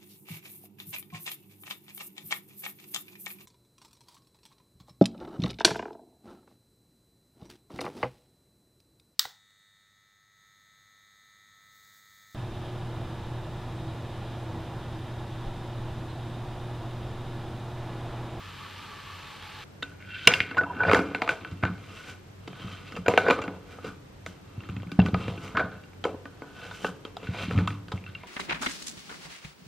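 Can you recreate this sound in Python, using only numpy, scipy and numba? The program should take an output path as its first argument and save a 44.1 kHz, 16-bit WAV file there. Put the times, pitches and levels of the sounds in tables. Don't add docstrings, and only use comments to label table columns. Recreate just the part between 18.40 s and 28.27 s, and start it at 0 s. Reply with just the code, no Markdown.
import sys
import numpy as np
from scipy import signal
from scipy.fft import rfft, irfft, next_fast_len
from scipy.io import wavfile
from scipy.ndimage import uniform_filter1d
from numba import njit

SR = 44100
rng = np.random.default_rng(int(sys.argv[2]) if len(sys.argv) > 2 else 0)


def transcribe(u):
    v = np.clip(np.atleast_2d(u).T, -1, 1)
    q = np.round(v * 32767).astype(np.int16)
    wavfile.write(sys.argv[1], SR, q)


N = 435260
HOP = 128

# f/Hz, density/dB per Hz
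FIZZ_SPECTRUM = [(400, -13), (740, -40), (850, -5.5), (1170, -3.5), (1550, -4), (1950, -5), (2900, -4),
                 (4300, -10), (5200, -17), (7500, -26.5), (10000, -26), (11000, -58), (13000, -21),
                 (15400, -45)]
# f/Hz, level/dB, t60/s
FOAM_AIR_MODES = [(866, -8.5, 0.062), (977, -9.5, .05), (1340, -4, 0.04), (1787, -4.5, .04)]
# t/s, level/dB before GURGLE_TRIM_DB, f/Hz
GURGLE_TRACK = [(0, -48, 1200), (.14, -60, 1195), (.23, -48, 1150), (.3, -59, 1165), (.4, -49, 1190),
                (.68, -51.5, 1145), (.92, -51.5, 1130), (.97, -58.5, 1140), (1.24, -53, 1145)]
CUT_S, FIZZ_DB = 1.241, -45.5
GURGLE_T60_S, GURGLE_WANDER, GURGLE_TRIM_DB = .055, .01, 0.5

# f/Hz, density/dB per Hz
HUM_SPECTRUM = [(20, -24.5), (33, -25), (48, -9.5), (62, -17.5), (78, -15.5), (94, 0.5), (108, -13),
                (142, -8.5), (160, -16), (180, -12.5), (230, -23.5), (400, -27), (800, -60)]
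# f/Hz, density/dB per Hz
HISS_SPECTRUM = [(60, -10), (200, 5.5), (400, 3.5), (700, -2), (1600, -7), (3000, -12.5), (6000, -19),
                 (9000, -23.5), (11000, -23), (13000, -28.5), (14000, -34), (15500, -45)]
HUM_DB, HISS_DB = -48, -52
WHINE_HZ, WHINE_DB, THROB_HZ = 13001, -74, 24.3

# f/Hz, level/dB, t60/s before damping
TABLE_MODES = [(57, -8.5, 0.15), (100, 0, 0.23), (121, 0, 0.13), (179.6, 3.5, 0.2), (206.3, -10, 0.2)]
# f/Hz, level/dB, t60/s
WALL_MODES = [(285.2, -2, 0.42), (329, 3.5, 0.038), (440, -8, 0.14), (486, -0.5, 0.069), (535, 0, 0.036),
              (668.4, 5, 0.029), (733, 5, 0.034), (854, 3.5, 0.056), (971, 9, 0.076)]
# f/Hz, level/dB, t60/s
STRAW_MODES = [(1126, -4.5, .03), (1212, -6, 0.094), (1259, 3, 0.046), (1316, 1.5, 0.036)]
# f/Hz, level/dB, t60/s
AIR_MODES = [(1492, 0, 0.09), (1540, -14, 0.06)]
# f/Hz, level/dB, t60/s before damping
LID_MODES = [(1836, -6, .03), (2010, -9, .025), (2180, 3, .035), (2300, -4, .03), (2390, 0, .05),
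             (2480, -3, .035), (2650, -5, .05), (2725, 1, .075), (2960, -9, .03), (3125, 2, .035),
             (3390, -10, .03), (3660, -7, .04), (3800, -16, .02)]
# f/Hz, level/dB, t60/s before damping
TICK_MODES = [(4077, -2, 0.025), (4300, -4.5, 0.0088), (4820, 1, 0.032), (5170, -8, 0.0099),
              (5930, -7.5, 0.013), (6730, -12.5, .01), (6920, -4, 0.016), (8800, -16, .008),
              (13000, -9.5, .006)]
BAND_EDGES_HZ = [60, 250, 1000, 1400, 1650, 4000, 12500]

# t/s, wall/dB, straw/dB, air column/dB, lid/dB, tick/dB, wall f/Hz, lid f/Hz, contact/ms
KNOCK_EVENTS = [(1.425, -31.5, -36, -40, -21, -39, 700, 1950, 1.5),
                (1.427, -31.5, -44, -28, -23.5, -40, 480, 2680, 1.3),
                (1.428, -34.5, -41, -45, -22, -46, 322.4, 3640, 2.0),
                (1.873, -8, -12, -14, 6, -19, 570, 2160, 3.7),
                (1.901, -24, -38, -17.5, -36.0, -55, 413, 2210, 11.0),
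                (1.938, -38, -23, -13, -5.5, -18.5, 520, 2440, 1.4),
                (2.004, -27.5, -30, -26, -3, -45, 340, 2170, 0.21),
                (2.112, -30, -27.5, -30, -28, -47, 342, 2720, 1.2),
                (2.146, -30, -40, -47, -29, -60, 340, 1920, 3),
                (2.169, -25, -17, -22, -28, -44, 400, 2560, 5.1),
                (2.178, -24.5, -29, -11.5, -25.5, -37.5, 454, 1850, 7.1),
                (2.209, -23.5, -33, -32, -25, -59, 342, 1810, 5),
                (2.235, -27, -22, -30, -32, -52, 401, 2710, 1.1),
                (2.367, -53, -55.0, -54, -42, -63, 420, 2650, 1.6),
                (2.402, -19.5, -43.5, -16, -55, -64, 900, 1850, 8.4),
                (2.434, -22, -16, -27, -20.5, -52, 705, 2480, 2.9),
                (2.45, -21, -22, -17.5, -45, -54.5, 680, 2370, 1),
                (2.481, -15.5, -19, -18, -23, -56, 680, 1850, 12.0),
                (2.496, -11, -20, -20, -13, -36, 530, 1850, 1.4),
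                (2.514, -10, -8, -32, -9, -24.5, 550, 2290, 0.82),
                (2.533, -6, -11, -27, -10.5, -21, 440, 2480, 1.55),
                (2.546, -15, -26, -7, -13, -25, 450, 3140, 2.4),
                (2.591, -13, -17, -30, -21, -34, 380, 2280, 1.7),
                (2.748, -18.5, -22, -19.5, -15, -33, 456, 1860, 0.75),
                (2.819, -17, -17, -39, -13, -34.5, 670, 2400, 2.6),
                (2.877, -23, -19, -30, -21.0, -39, 700, 2430, 0.41),
                (2.891, -20, -23, -13, -10, -23.5, 530, 2250, 1.4),
                (3.048, -40.0, -28, -28.5, -25.5, -57, 688, 2840, 0.96),
                (3.113, -57, -57, -55, -42, -45, 420, 3300, 1),
                (3.227, -29, -37, -26, -31, -49, 440, 2130, 7.9),
                (3.236, -14, -11.5, -14, -17.5, -39.5, 664, 2300, 0.49),
                (3.252, -16.5, -27, -28, -16.5, -41, 529, 1850, 0.74),
                (4.076, -28, -36.5, -48, -33.5, -45, 420, 3050, 3.8),
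                (4.13, -32.5, -39, -54.0, -40, -54, 474, 2340, 1.9),
                (4.522, -34.0, -37, -47, -29, -42, 530, 2010, 0.87),
                (4.554, -55, -48, -61, -32, -48.5, 420, 2980, 1.1),
                (4.563, -26.5, -28.5, -53, -33, -41, 474, 2570, 7.3),
                (4.661, -23.5, -30, -21, -26.5, -43.5, 800, 2510, 5.1),
                (4.682, -6, -14, -31, -11, -23, 470, 2350, 1.86),
                (4.738, -12.5, -23.5, -31, -18, -42, 483, 2100, 0.58),
                (4.776, -4, -7, -9, -4.5, -22, 565, 2330, 1.28),
                (4.862, -11.5, -36, -16.5, -43, -58.0, 486, 1850, 11),
                (4.883, -9.5, -20, -17, -20, -36.5, 516, 2360, 3.8),
                (4.9, -8.5, -31, -21, -13, -40, 533, 2380, 2.7),
                (4.908, -9.5, -9, -35.0, -9, -25.5, 490, 2380, 2.6),
                (4.989, -21, -23, -50, -31, -48.5, 440, 2350, 2.3),
                (5.017, -30, -28, -39, -30, -42, 425, 2580, 6.2),
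                (5.039, -25, -31, -31, -31.5, -42, 375, 2730, 1.7),
                (5.079, -20.5, -30, -38, -28, -53, 310, 2300, 1.7),
                (5.386, -32.5, -37.5, -58.5, -57, -72, 448, 3180, 1.8),
                (5.444, -26.5, -37.5, -40.5, -37, -44.5, 398, 2700, 7.7),
                (5.863, -28.5, -31.5, -35, -24.5, -30.5, 626, 2110, 0.94),
                (6.205, -54.0, -42, -51.5, -37, -61.5, 317, 2710, 0.92),
                (6.236, -56, -43, -50, -35, -60, 330, 1850, 1.1),
                (6.289, -34, -31.5, -40, -40, -44, 483, 2640, 1.7),
                (6.298, -50, -54, -55.0, -37, -53, 420, 2720, 1.2),
                (6.365, -43, -42, -45, -34, -50, 262, 2690, 2.3),
                (6.4, -59.0, -56.0, -46.5, -40, -63.0, 330, 1850, 1.3),
                (6.421, -55, -57, -57, -38.5, -58, 420, 2720, 1.5),
                (6.431, -33, -40, -59, -41, -59, 280, 2720, 2.5),
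                (6.471, -52, -55.0, -55.0, -41, -60.5, 420, 2210, 1.2),
                (6.494, -57, -59, -44, -52, -65, 410, 3130, 1.1),
                (6.517, -30.5, -33, -38, -28, -36.5, 280, 2840, 2.5),
                (6.592, -9, -25.5, -30, -23.5, -48, 465, 1850, 2.2),
                (6.6, -47, -33, -47, -21, -60, 400, 2730, 1.1),
                (6.617, -56, -55.0, -56, -29.5, -48, 420, 3300, 2.1),
                (6.661, -34, -23, -30, -25.5, -35, 330, 2410, 1.4),
                (6.685, -24, -38, -53.0, -32, -51, 375, 3780, 1.4),
                (6.743, -17, -17, -31, -21, -41, 604, 2240, 2.3),
                (6.88, -22.5, -31, -34, -29, -43, 490, 2510, 1.9),
                (6.977, -30.5, -49, -42, -34, -51, 350, 2730, 1.6),
                (7.079, -52, -56, -55, -30, -49, 420, 2230, 1.2),
                (7.149, -25, -45, -23.5, -37, -57, 610, 2010, 14),
                (7.17, -24.5, -13, -15, -19.5, -39, 410, 1850, 4.6),
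                (7.194, -23, -39, -14, -23, -49, 657, 1850, 7.6),
                (7.209, -16, -30, -37.5, -42, -54, 665, 1850, 1.2),
                (7.316, -54, -47, -53, -39.5, -57, 402, 3000, 1.5),
                (7.437, -47.5, -52.0, -57, -42.5, -53.5, 400, 2720, 1.4),
                (7.533, -47.5, -52, -54.5, -45, -60.5, 399, 2390, 1.1),
                (7.64, -22.5, -25.5, -30.5, -23, -34, 502, 3110, 2.2),
                (7.651, -12.5, -24, -43, -27.5, -39, 504, 2190, 2.8),
                (7.741, -27.5, -52, -47.0, -57, -75, 470, 2080, 5.9),
                (7.855, -29, -36, -37, -32, -47, 375, 1850, 2.1),
                (8.02, -26.5, -29, -35.5, -39, -51, 414, 2100, 1.3),
                (8.311, -35.5, -31, -33.5, -40, -54, 797, 3750, 3.6),
                (8.445, -18.5, -17.5, -24.5, -23.5, -47, 453, 2680, 2.8),
                (8.651, -25.5, -34.5, -42.5, -28, -40, 533, 3070, 1.04),
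                (8.768, -26.5, -33, -52.5, -30, -37, 660, 3410, 1.7),
                (8.802, -55.0, -55.0, -57, -44.5, -58.5, 417, 2700, 1.2),
                (8.83, -29, -47, -49, -38.0, -51.0, 484, 2540, 1.7),
                (8.87, -54.0, -47.0, -34, -31.5, -58.0, 372, 2700, 1.7),
                (9.037, -41, -36.5, -45, -29, -41, 360, 2930, 0.68),
                (9.11, -22, -27, -38, -25, -42, 410, 1850, 0.9),
                (9.162, -55.5, -51.5, -55.5, -33.5, -48, 420, 2640, 1.2),
                (9.178, -56, -55.0, -54, -22.5, -43.5, 420, 2730, 1.4),
                (9.187, -21, -26, -30, -20, -47, 428, 1850, 0.6),
                (9.275, -21.5, -16.5, -29.5, -19.5, -30.5, 730, 3630, 2.1),
                (9.305, -34.0, -37, -47.5, -26, -54, 370, 1940, 1.34),
                (9.483, -43, -40.5, -41.5, -37, -44.5, 408, 3210, 1.7),
                (9.518, -25.5, -27.5, -38.5, -29, -39, 884, 3750, 6.4),
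                (9.577, -43, -52, -54, -34, -53, 410, 2260, 0.77),
                (9.64, -55, -48, -65.0, -36, -70, 313, 2510, 0.48),
                (9.664, -54, -41, -53, -35, -66, 430, 2750, 1.3),
                (9.75, -51, -42, -42.5, -27.5, -71, 470, 2660, 2.4),
                (9.835, -31.5, -36, -43, -34, -55, 790, 2410, 0.71)]
DETUNE = 0.0068, 0.015, 0.0035, 0.0093, 0.02
CRACK = 0.99, .45, .05, 0.51, 0.46
IMPACT = 2.35
CLEAN_DB_PER_DB = 0.1
CRACK_DB_PER_DB = 1
DULL_DB = -22
WALL_FOCUS_DB_PER_OCT = 28.
LID_FOCUS_DB_PER_OCT, LID_FOCUS_PER_DB = 22, 0.9
PURE_PER_DB = .15
HARD_DAMP_DB_PER_DB, HARD_DAMP_FROM_DB = .15, -33.5

# peak t/s, rise/s, fall/s, wall/dB, air column/dB, lid/dB, skin/dB, wall f/Hz, lid f/Hz
STROKE_EVENTS = [(1.5, 0.054, 0.067, -57.5, -53, -62, -62, 402, 2600),
                 (1.631, .08, .1, -74, -52, -52.5, -80, 400, 2174),
                 (1.715, .1, .06, -77, -46.5, -46, -68.5, 398.3, 2726),
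                 (1.76, .06, 0.5, -76, -42.5, -42, -64, 398.7, 2730),
                 (1.785, .07, .08, -76, -60.5, -42, -60.5, 400, 3660),
                 (1.851, 0.078, 0.11, -69, -53, -38, -57, 556.3, 3500),
                 (1.92, 0.043, 0.081, -36.5, -46, -30, -42.5, 503.6, 2221),
                 (2.05, .06, 0.26, -56, -56.5, -45.5, -76, 365, 2277),
                 (2.211, 0.062, 0.069, -39.5, -47, -47, -70, 683.5, 1900),
                 (2.28, 0.073, .12, -46, -49, -58, -90, 930, 2700),
                 (2.34, 0.046, 0.1, -53, -40, -66, -92, 930, 2500),
                 (2.37, 0.043, 0.06, -38.5, -55, -62, -92, 283, 2700),
                 (2.42, .05, 0.094, -41, -28.5, -57, -76, 800, 2300),
                 (2.53, 0.13, 0.14, -24, -28, -32.5, -50, 450.4, 2400),
                 (2.66, .06, 0.13, -39.5, -53, -48.5, -64, 302.5, 2400),
                 (2.91, 0.12, 0.086, -38.5, -47, -46.5, -62, 625, 2320),
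                 (3.07, 0.22, 0.22, -46.5, -57.5, -53.5, -65, 330, 2647),
                 (3.56, 0.28, 0.23, -50.5, -57, -49, -56.5, 399, 2500),
                 (3.7, 0.18, 0.065, -49, -45.5, -48.5, -50.5, 451, 2600),
                 (4.21, 0.13, 0.31, -46.5, -51, -47, -58.5, 428, 2877),
                 (4.32, 0.17, 0.22, -50, -63, -53, -57, 426, 2800),
                 (4.48, 0.082, 0.14, -57, -63, -52.5, -62, 426, 2718),
                 (4.58, 0.11, 0.042, -41.5, -72, -54, -58, 351, 2430),
                 (4.722, 0.041, 0.1, -38, -45, -45, -53, 479.6, 2390),
                 (4.9, 0.16, 0.25, -35.5, -41.5, -44.5, -58, 479, 2360),
                 (5.32, 0.087, 0.16, -50.5, -51, -56, -58.5, 489, 2333),
                 (5.47, 0.056, 0.073, -37.5, -44, -49, -53.5, 300, 2566),
                 (6.3, 0.49, 0.5, -50, -70, -59.5, -77, 317, 2650),
                 (6.81, 0.1, 0.15, -43.5, -62, -46.5, -55.5, 450.5, 2880),
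                 (6.9, 0.12, 0.14, -42.5, -63, -47.5, -56, 451, 3077),
                 (6.66, .05, 0.063, -44, -63, -51.5, -56, 470, 2674),
                 (7.039, 0.077, 0.15, -41, -52, -47.5, -51.5, 353, 2466),
                 (7.19, 0.037, 0.063, -28.5, -36, -36.5, -59, 544, 2134),
                 (7.33, .15, 0.19, -47.5, -49.5, -60.5, -75, 402, 2697),
                 (7.69, .04, 0.078, -43.5, -57, -59, -68, 480, 2513),
                 (8.26, 0.3, 0.17, -51, -47.5, -51.5, -59, 562, 2925),
                 (8.36, 0.21, 0.22, -55, -56, -51.5, -52, 450, 2610),
                 (8.459, 0.064, 0.054, -40, -43, -47, -43, 450, 2502),
                 (8.845, .04, .09, -44.5, -65, -46.5, -58, 404.4, 2682),
                 (8.94, .07, 0.086, -45.5, -46, -44, -57, 601.5, 2500),
                 (9.03, 0.12, 0.076, -41, -43.5, -37, -47.5, 501, 2840),
                 (9.11, 0.038, 0.052, -35.5, -55, -45.5, -52, 450, 2676),
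                 (9.19, 0.13, 0.11, -31, -54, -48.5, -55.5, 290, 2500),
                 (9.559, .04, 0.087, -52, -67, -53, -60, 550.5, 2500),
                 (9.68, .04, 0.1, -61.5, -53, -53.5, -81, 338, 2706),
                 (9.77, .02, 0.075, -67, -76, -56, -79, 340, 2650),
                 (9.84, .08, 0.11, -65.5, -74, -52, -79, 549, 2396)]
# f/Hz, density/dB per Hz
SKIN_SPECTRUM = [(1500, -26.5), (2200, -10), (3000, 4), (3800, -9.5), (4700, -9.5), (5800, -7),
                 (7500, -13.5), (9000, -15), (11000, -22), (13000, -18.5), (14500, -22.5), (15500, -25)]
STROKE_SLOPE_DB = 17
WANDER_OCT = 0.066
RUB_TABLE_DB, RUB_STRAW_DB, RUB_TICK_DB = -2, -2.5, -12
RUB_BROAD = 0.3, 0.3, 0.6, 0.3, 0.55, .7
RUB_LINGER = .7, 1.3, .9, 1, 1, 1
RUB_T60_MAX_S = .25, .2, .06, .07, .05, .03
RUB_FOCUS_DB_PER_OCT = 0, 22., 0, 0, 32., 0
SEATED_S, LOOSE_BROAD, SEATED_BROAD = 2.75, .3, 1.2
RATTLE_DB, RATTLE_FADE_DB_PER_S = (-15, -19, -24.5, -18.5, -27.5, -21), 188.5

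# t/s, peak/dB, f/Hz
BUMP_EVENTS = [(1.87, -14.5, 133.3), (2.004, -29, 110), (2.174, -28.5, 121), (2.23, -32, 229),
               (2.431, -28.5, 191), (2.551, -35.5, 120), (2.581, -22, 190), (3.117, -23, 119),
               (3.233, -15.5, 111), (3.298, -23.5, 164), (4.092, -36, 169), (4.245, -22.5, 121),
               (4.286, -38, 161), (4.586, -25, 199), (4.678, -15.5, 141), (4.771, -23.5, 200),
               (4.903, -35, 170), (5.075, -30.5, 200), (5.441, -46, 179.6), (5.883, -36, 180),
               (6.178, -23, 99), (6.295, -21.5, 100), (6.366, -21.5, 120), (6.466, -26, 150),
               (6.521, -25, 220), (6.589, -1, 153), (6.617, -24.5, 169), (6.653, -15.5, 180),
               (6.733, -10, 137), (6.801, -23, 160), (6.881, -18, 119), (6.976, -29, 120),
               (7.146, -26, 139.4), (7.195, -34, 110), (7.239, -25, 161), (7.649, -31.5, 200),
               (8.44, -26, 202.6), (8.489, -30.5, 180), (8.888, -18, 114), (9.032, -19.5, 161),
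               (9.083, -21.5, 158), (9.124, -19, 100), (9.152, -16, 80), (9.172, -12, 98),
               (9.218, -18, 181), (9.28, -23.5, 173), (9.33, -28, 180), (9.537, -20, 116),
               (9.689, -34, 121)]
BUMP_DAMPING, BUMP_RISE_S = 0.15 / 0.14, 0.0021
BUMP_PRESS_DB = -6.5

ROOM_T60_S, ROOM_DAMP, ROOM_DB = 0.67, 0.8, -17.5
# f/Hz, side to mid/dB
WIDTH_CURVE = [(20, -29.5), (150, -50), (400, -23.5), (1300, -25.5), (2400, -31), (4400, -10.5), (8000, 3),
               (16000, 7.5)]
# f/Hz, level/dB
MIC_CURVE = [(10, -2.5), (8500, 0), (11000, -7), (12600, -3.5), (22050, -7)]
TOP_HZ = 15600


def undb(db):
    return 10 ** (np.asarray(db) / 20)


def unit(x):
    return x / np.sqrt(np.mean(x ** 2))


def shape(x, points):
    hz, db = np.transpose(points)
    size = next_fast_len(N)
    f = np.maximum(np.arange(size // 2 + 1) * SR / size, 1)
    gain = undb(np.interp(np.log(f), np.log(hz), db, -120, -120))
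    return irfft(rfft(x, size) * gain, size)[..., :N]


def colour(x, points):
    return unit(shape(x, points))


def walk(rate_hz):
    hold = int(SR / rate_hz)
    steps = np.repeat(rng.standard_normal(N // hold + 1), hold)
    return 1.6 * uniform_filter1d(uniform_filter1d(steps, hold), hold)[:N]


def grit(rate_hz, spread_db):
    hit = rng.random(N) < rate_hz / SR
    return unit(hit * rng.standard_normal(N) * undb(spread_db * rng.exponential(size=N)))


def resonate(x, hz, t60):
    r, w = np.exp(-np.log(1000) / (t60 * SR)), 2 * np.pi * hz / SR
    return signal.lfilter([np.sin(w)], [1, -2 * r * np.cos(w), r * r], x)


def band(x, part, spill=1.075):
    edges = BAND_EDGES_HZ[part] / spill, BAND_EDGES_HZ[part + 1] * spill
    return signal.sosfilt(signal.butter(3, edges, "band", fs=SR, output="sos"), x)


def add(out, s, sound):
    i = int(s * SR)
    out[i:i + len(sound)] += sound[:N - i]


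def ring(modes, damping, chance, pitch_hz, scatter_db, detune, focus_db):
    hz, db, t60 = np.transpose(modes)[:, :, None]
    if pitch_hz:
        db = db - focus_db * np.abs(np.log2(hz / pitch_hz))
    t = np.arange(int(t60.max() / damping * SR) + 1) / SR
    share, shift = chance[:len(modes), None], chance[-len(modes):, None]
    decay = undb(db + scatter_db * share - 60 * damping * t / t60)
    y = np.sum(decay * np.sin(2 * np.pi * hz * (1 + detune * shift) * t), 0)
    return y / np.abs(y).max()


def fizz():
    t = np.arange(N) / SR
    pops = grit(7000, 1.6) + 0.79 * rng.standard_normal(N)
    air = sum(undb(db + 2.8 * walk(5.7)) * resonate(pops, hz, t60) for hz, db, t60 in FOAM_AIR_MODES)
    level = undb(FIZZ_DB + 0.49 * walk(29.6))
    foam = level * (colour(pops, FIZZ_SPECTRUM) + 0.34 * unit(air))
    return (foam + gurgle(t)) * np.clip((CUT_S - t) / 0.0014, 0, 1)


def gurgle(t):
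    s, db, hz = np.transpose(GURGLE_TRACK)
    pitch_hz = np.interp(t, s, hz) * (1 + GURGLE_WANDER * walk(11.7))
    turn = np.exp(2j * np.pi * np.cumsum(pitch_hz) / SR)
    fade = np.exp(-np.log(1000) / (GURGLE_T60_S * SR))
    rung = np.real(signal.lfilter([1], [1, -fade], grit(2000, 1.5) / turn) * turn)
    return unit(rung) * undb(np.interp(t, s, db) + GURGLE_TRIM_DB)


def background():
    t = np.arange(N) / SR
    hum = colour(rng.standard_normal(N), HUM_SPECTRUM) * undb(HUM_DB + 0.5 * walk(5.7))
    hiss = undb(HISS_DB) * colour(rng.standard_normal((2, N)), HISS_SPECTRUM)
    throb = 1 + .7 * np.sin(2 * np.pi * THROB_HZ * t)
    whine = undb(WHINE_DB) * throb * np.sin(2 * np.pi * WHINE_HZ * t)
    return hum + hiss + whine


def parts_struck():
    return np.transpose(KNOCK_EVENTS)[1:6]


def knocks():
    parts = np.zeros((5, N))
    chance = rng.standard_normal((len(KNOCK_EVENTS), 5, 26))
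    noise = rng.standard_normal((len(KNOCK_EVENTS), 1500))
    for (s, *_, wall_hz, lid_hz, ms), dbs, luck, hiss in zip(KNOCK_EVENTS, parts_struck().T, chance, noise):
        lid_db, tick_db = dbs[3:]
        size = int(np.clip(ms, .2, 10) * SR / 1000 * 3)
        x = np.arange(size) / size
        contact = hiss[:size] * np.exp(-(x * 2) ** 2)
        contact[0] += IMPACT * np.sqrt(size / 20) / ms * undb(-CLEAN_DB_PER_DB * dbs.max())

        dull_db = max(DULL_DB - tick_db + lid_db, 0)
        crack = undb(CRACK_DB_PER_DB * dbs.max() - dull_db) * hiss[-size:] * np.exp(-x * 3)
        purity = LID_FOCUS_PER_DB * min(lid_db, -8) * (1 + PURE_PER_DB * dull_db)
        focus = WALL_FOCUS_DB_PER_OCT, 0, 0, LID_FOCUS_DB_PER_OCT - purity, 0
        pitches = wall_hz, None, None, lid_hz, None
        choke = 1.5 * undb(HARD_DAMP_DB_PER_DB * max(lid_db - HARD_DAMP_FROM_DB, 0))
        dampings = 1, 1, 1, choke, choke
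        for part, modes in enumerate((WALL_MODES, STRAW_MODES, AIR_MODES, LID_MODES, TICK_MODES)):
            rung = ring(modes, dampings[part], luck[part], pitches[part],
                        scatter_db=3.5, detune=DETUNE[part], focus_db=focus[part])
            y = signal.fftconvolve(rung, contact)
            y /= np.abs(y).max()
            y[:size] += CRACK[part] * crack
            add(parts[part], s, undb(dbs[part]) * y)
    return sum(band(x, part + 1, spill=1.3) for part, x in enumerate(parts))


def strokes(t):
    s, rise, fall = np.transpose(STROKE_EVENTS)[:3, :, None]
    return STROKE_SLOPE_DB * np.maximum((s - t) / np.maximum(rise, .01), (t - s) / np.maximum(fall, .01))


def pressure(t):
    wall, air, lid, skin = np.transpose(STROKE_EVENTS)[3:7, :, None]
    away = strokes(t)
    peaks = wall + RUB_TABLE_DB, wall, (wall + lid) / 2 + RUB_STRAW_DB, air, lid, skin
    knock_s = np.transpose(KNOCK_EVENTS)[0]
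    blows = [np.transpose(BUMP_EVENTS)[:2]] + [(knock_s, db) for db in parts_struck()]
    out = []
    for peak, (hit, db), rattle_db in zip(peaks, blows, RATTLE_DB):
        since = t - hit[:, None]
        rattle = (since > 0) * undb(db[:, None] + rattle_db - RATTLE_FADE_DB_PER_S * np.abs(since))
        out.append(np.sqrt(np.sum(undb(peak - away) ** 2, 0) + np.sum(rattle ** 2, 0)))
    return out


def place(t, level, pitch):
    columns = np.transpose(STROKE_EVENTS)
    loudest = np.argmax(columns[level][:, None] - strokes(t), 0)
    return uniform_filter1d(columns[pitch][loudest], size=9) * 2 ** (WANDER_OCT * walk(8)[::HOP])


def rubbing():
    t, coarse = np.arange(N) / SR, np.arange(0, N, HOP) / SR
    *gains, skin = [np.interp(t, coarse, g) for g in pressure(coarse)]
    gains.append(np.sqrt(gains[4] * skin) * undb(RUB_TICK_DB))
    wall_hz, lid_hz = place(coarse, level=3, pitch=7), place(coarse, level=5, pitch=8)
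    pitches = None, wall_hz, None, None, lid_hz, None
    catch_db = 1.1 * walk(45)
    out = colour(grit(4000, 0.65), SKIN_SPECTRUM) * skin * undb(catch_db / 2)
    parts = TABLE_MODES, WALL_MODES, STRAW_MODES, AIR_MODES, LID_MODES, TICK_MODES[:3]
    for part, (modes, broad, pitch) in enumerate(zip(parts, RUB_BROAD, pitches)):
        slip = grit(3000, 1.8) * undb(catch_db + 0.8 * walk(30))
        body = 0
        for hz, db, t60 in modes:
            octaves_off = 0 if pitch is None else np.abs(np.log2(hz / pitch))
            gain_db = db - RUB_FOCUS_DB_PER_OCT[part] * octaves_off + 0 * coarse
            gain = np.repeat(undb(gain_db), HOP)[:N]
            body = body + gain * resonate(slip, hz, min(RUB_LINGER[part] * t60, RUB_T60_MAX_S[part]))
        bare = band(slip, part) if part < 5 else resonate(slip, 4400, 0.0044)
        if part == 4:
            broad = broad * np.where(t < SEATED_S, LOOSE_BROAD, SEATED_BROAD)
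        out += unit(band(unit(body) + broad * unit(bare), part)) * gains[part]
    return out


def bumps():
    out = np.zeros(N)
    for (s, db, hz), luck in zip(BUMP_EVENTS, rng.standard_normal((len(BUMP_EVENTS), 10))):
        damping = BUMP_DAMPING * undb(max(db - BUMP_PRESS_DB, 0))
        y = ring(TABLE_MODES, damping, luck, hz, scatter_db=0.5, detune=0.015, focus_db=17.5)
        push = np.minimum(np.arange(len(y)) / SR / BUMP_RISE_S, 1)
        add(out, s, undb(db) * y * push)
    return out


@njit
def walls(x, lags, gain, damp):
    line, soft, out = np.zeros((8, 4096)), np.zeros(8), np.zeros((2, len(x)))
    for i in range(len(x)):
        total = 0.
        for k in range(8):
            soft[k] += (1 - damp) * (gain[k] * line[k, (i - lags[k]) & 4095] - soft[k])
            total += soft[k]
            out[k % 2, i] += soft[k]
        for k in range(8):
            line[k, i & 4095] = x[i] + soft[k] - total / 4
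    return out


def scene():
    near = knocks() + bumps() + rubbing()
    lags = rng.integers(500, 2400, 8)
    echo = walls(near + 1e-18, lags, undb(-60 * lags / SR / ROOM_T60_S), ROOM_DAMP).mean(0)
    rumble_cut = signal.butter(4, 62, "high", fs=SR, output="sos")
    mid = signal.sosfilt(rumble_cut, near + undb(ROOM_DB) * echo) + fizz()
    scatter = rng.standard_normal(3600) * np.exp(-np.arange(3600) / 700)
    side = shape(signal.fftconvolve(mid, scatter / np.linalg.norm(scatter))[:N], WIDTH_CURVE)
    return mid + side * np.array([[1], [-1]]) + background()


def record(dry):
    heard = np.clip(shape(dry, MIC_CURVE), -1, 1)
    return signal.sosfilt(signal.ellip(10, .2, 90, TOP_HZ, fs=SR, output="sos"), heard)


dry = scene()
out = record(dry)
transcribe(out)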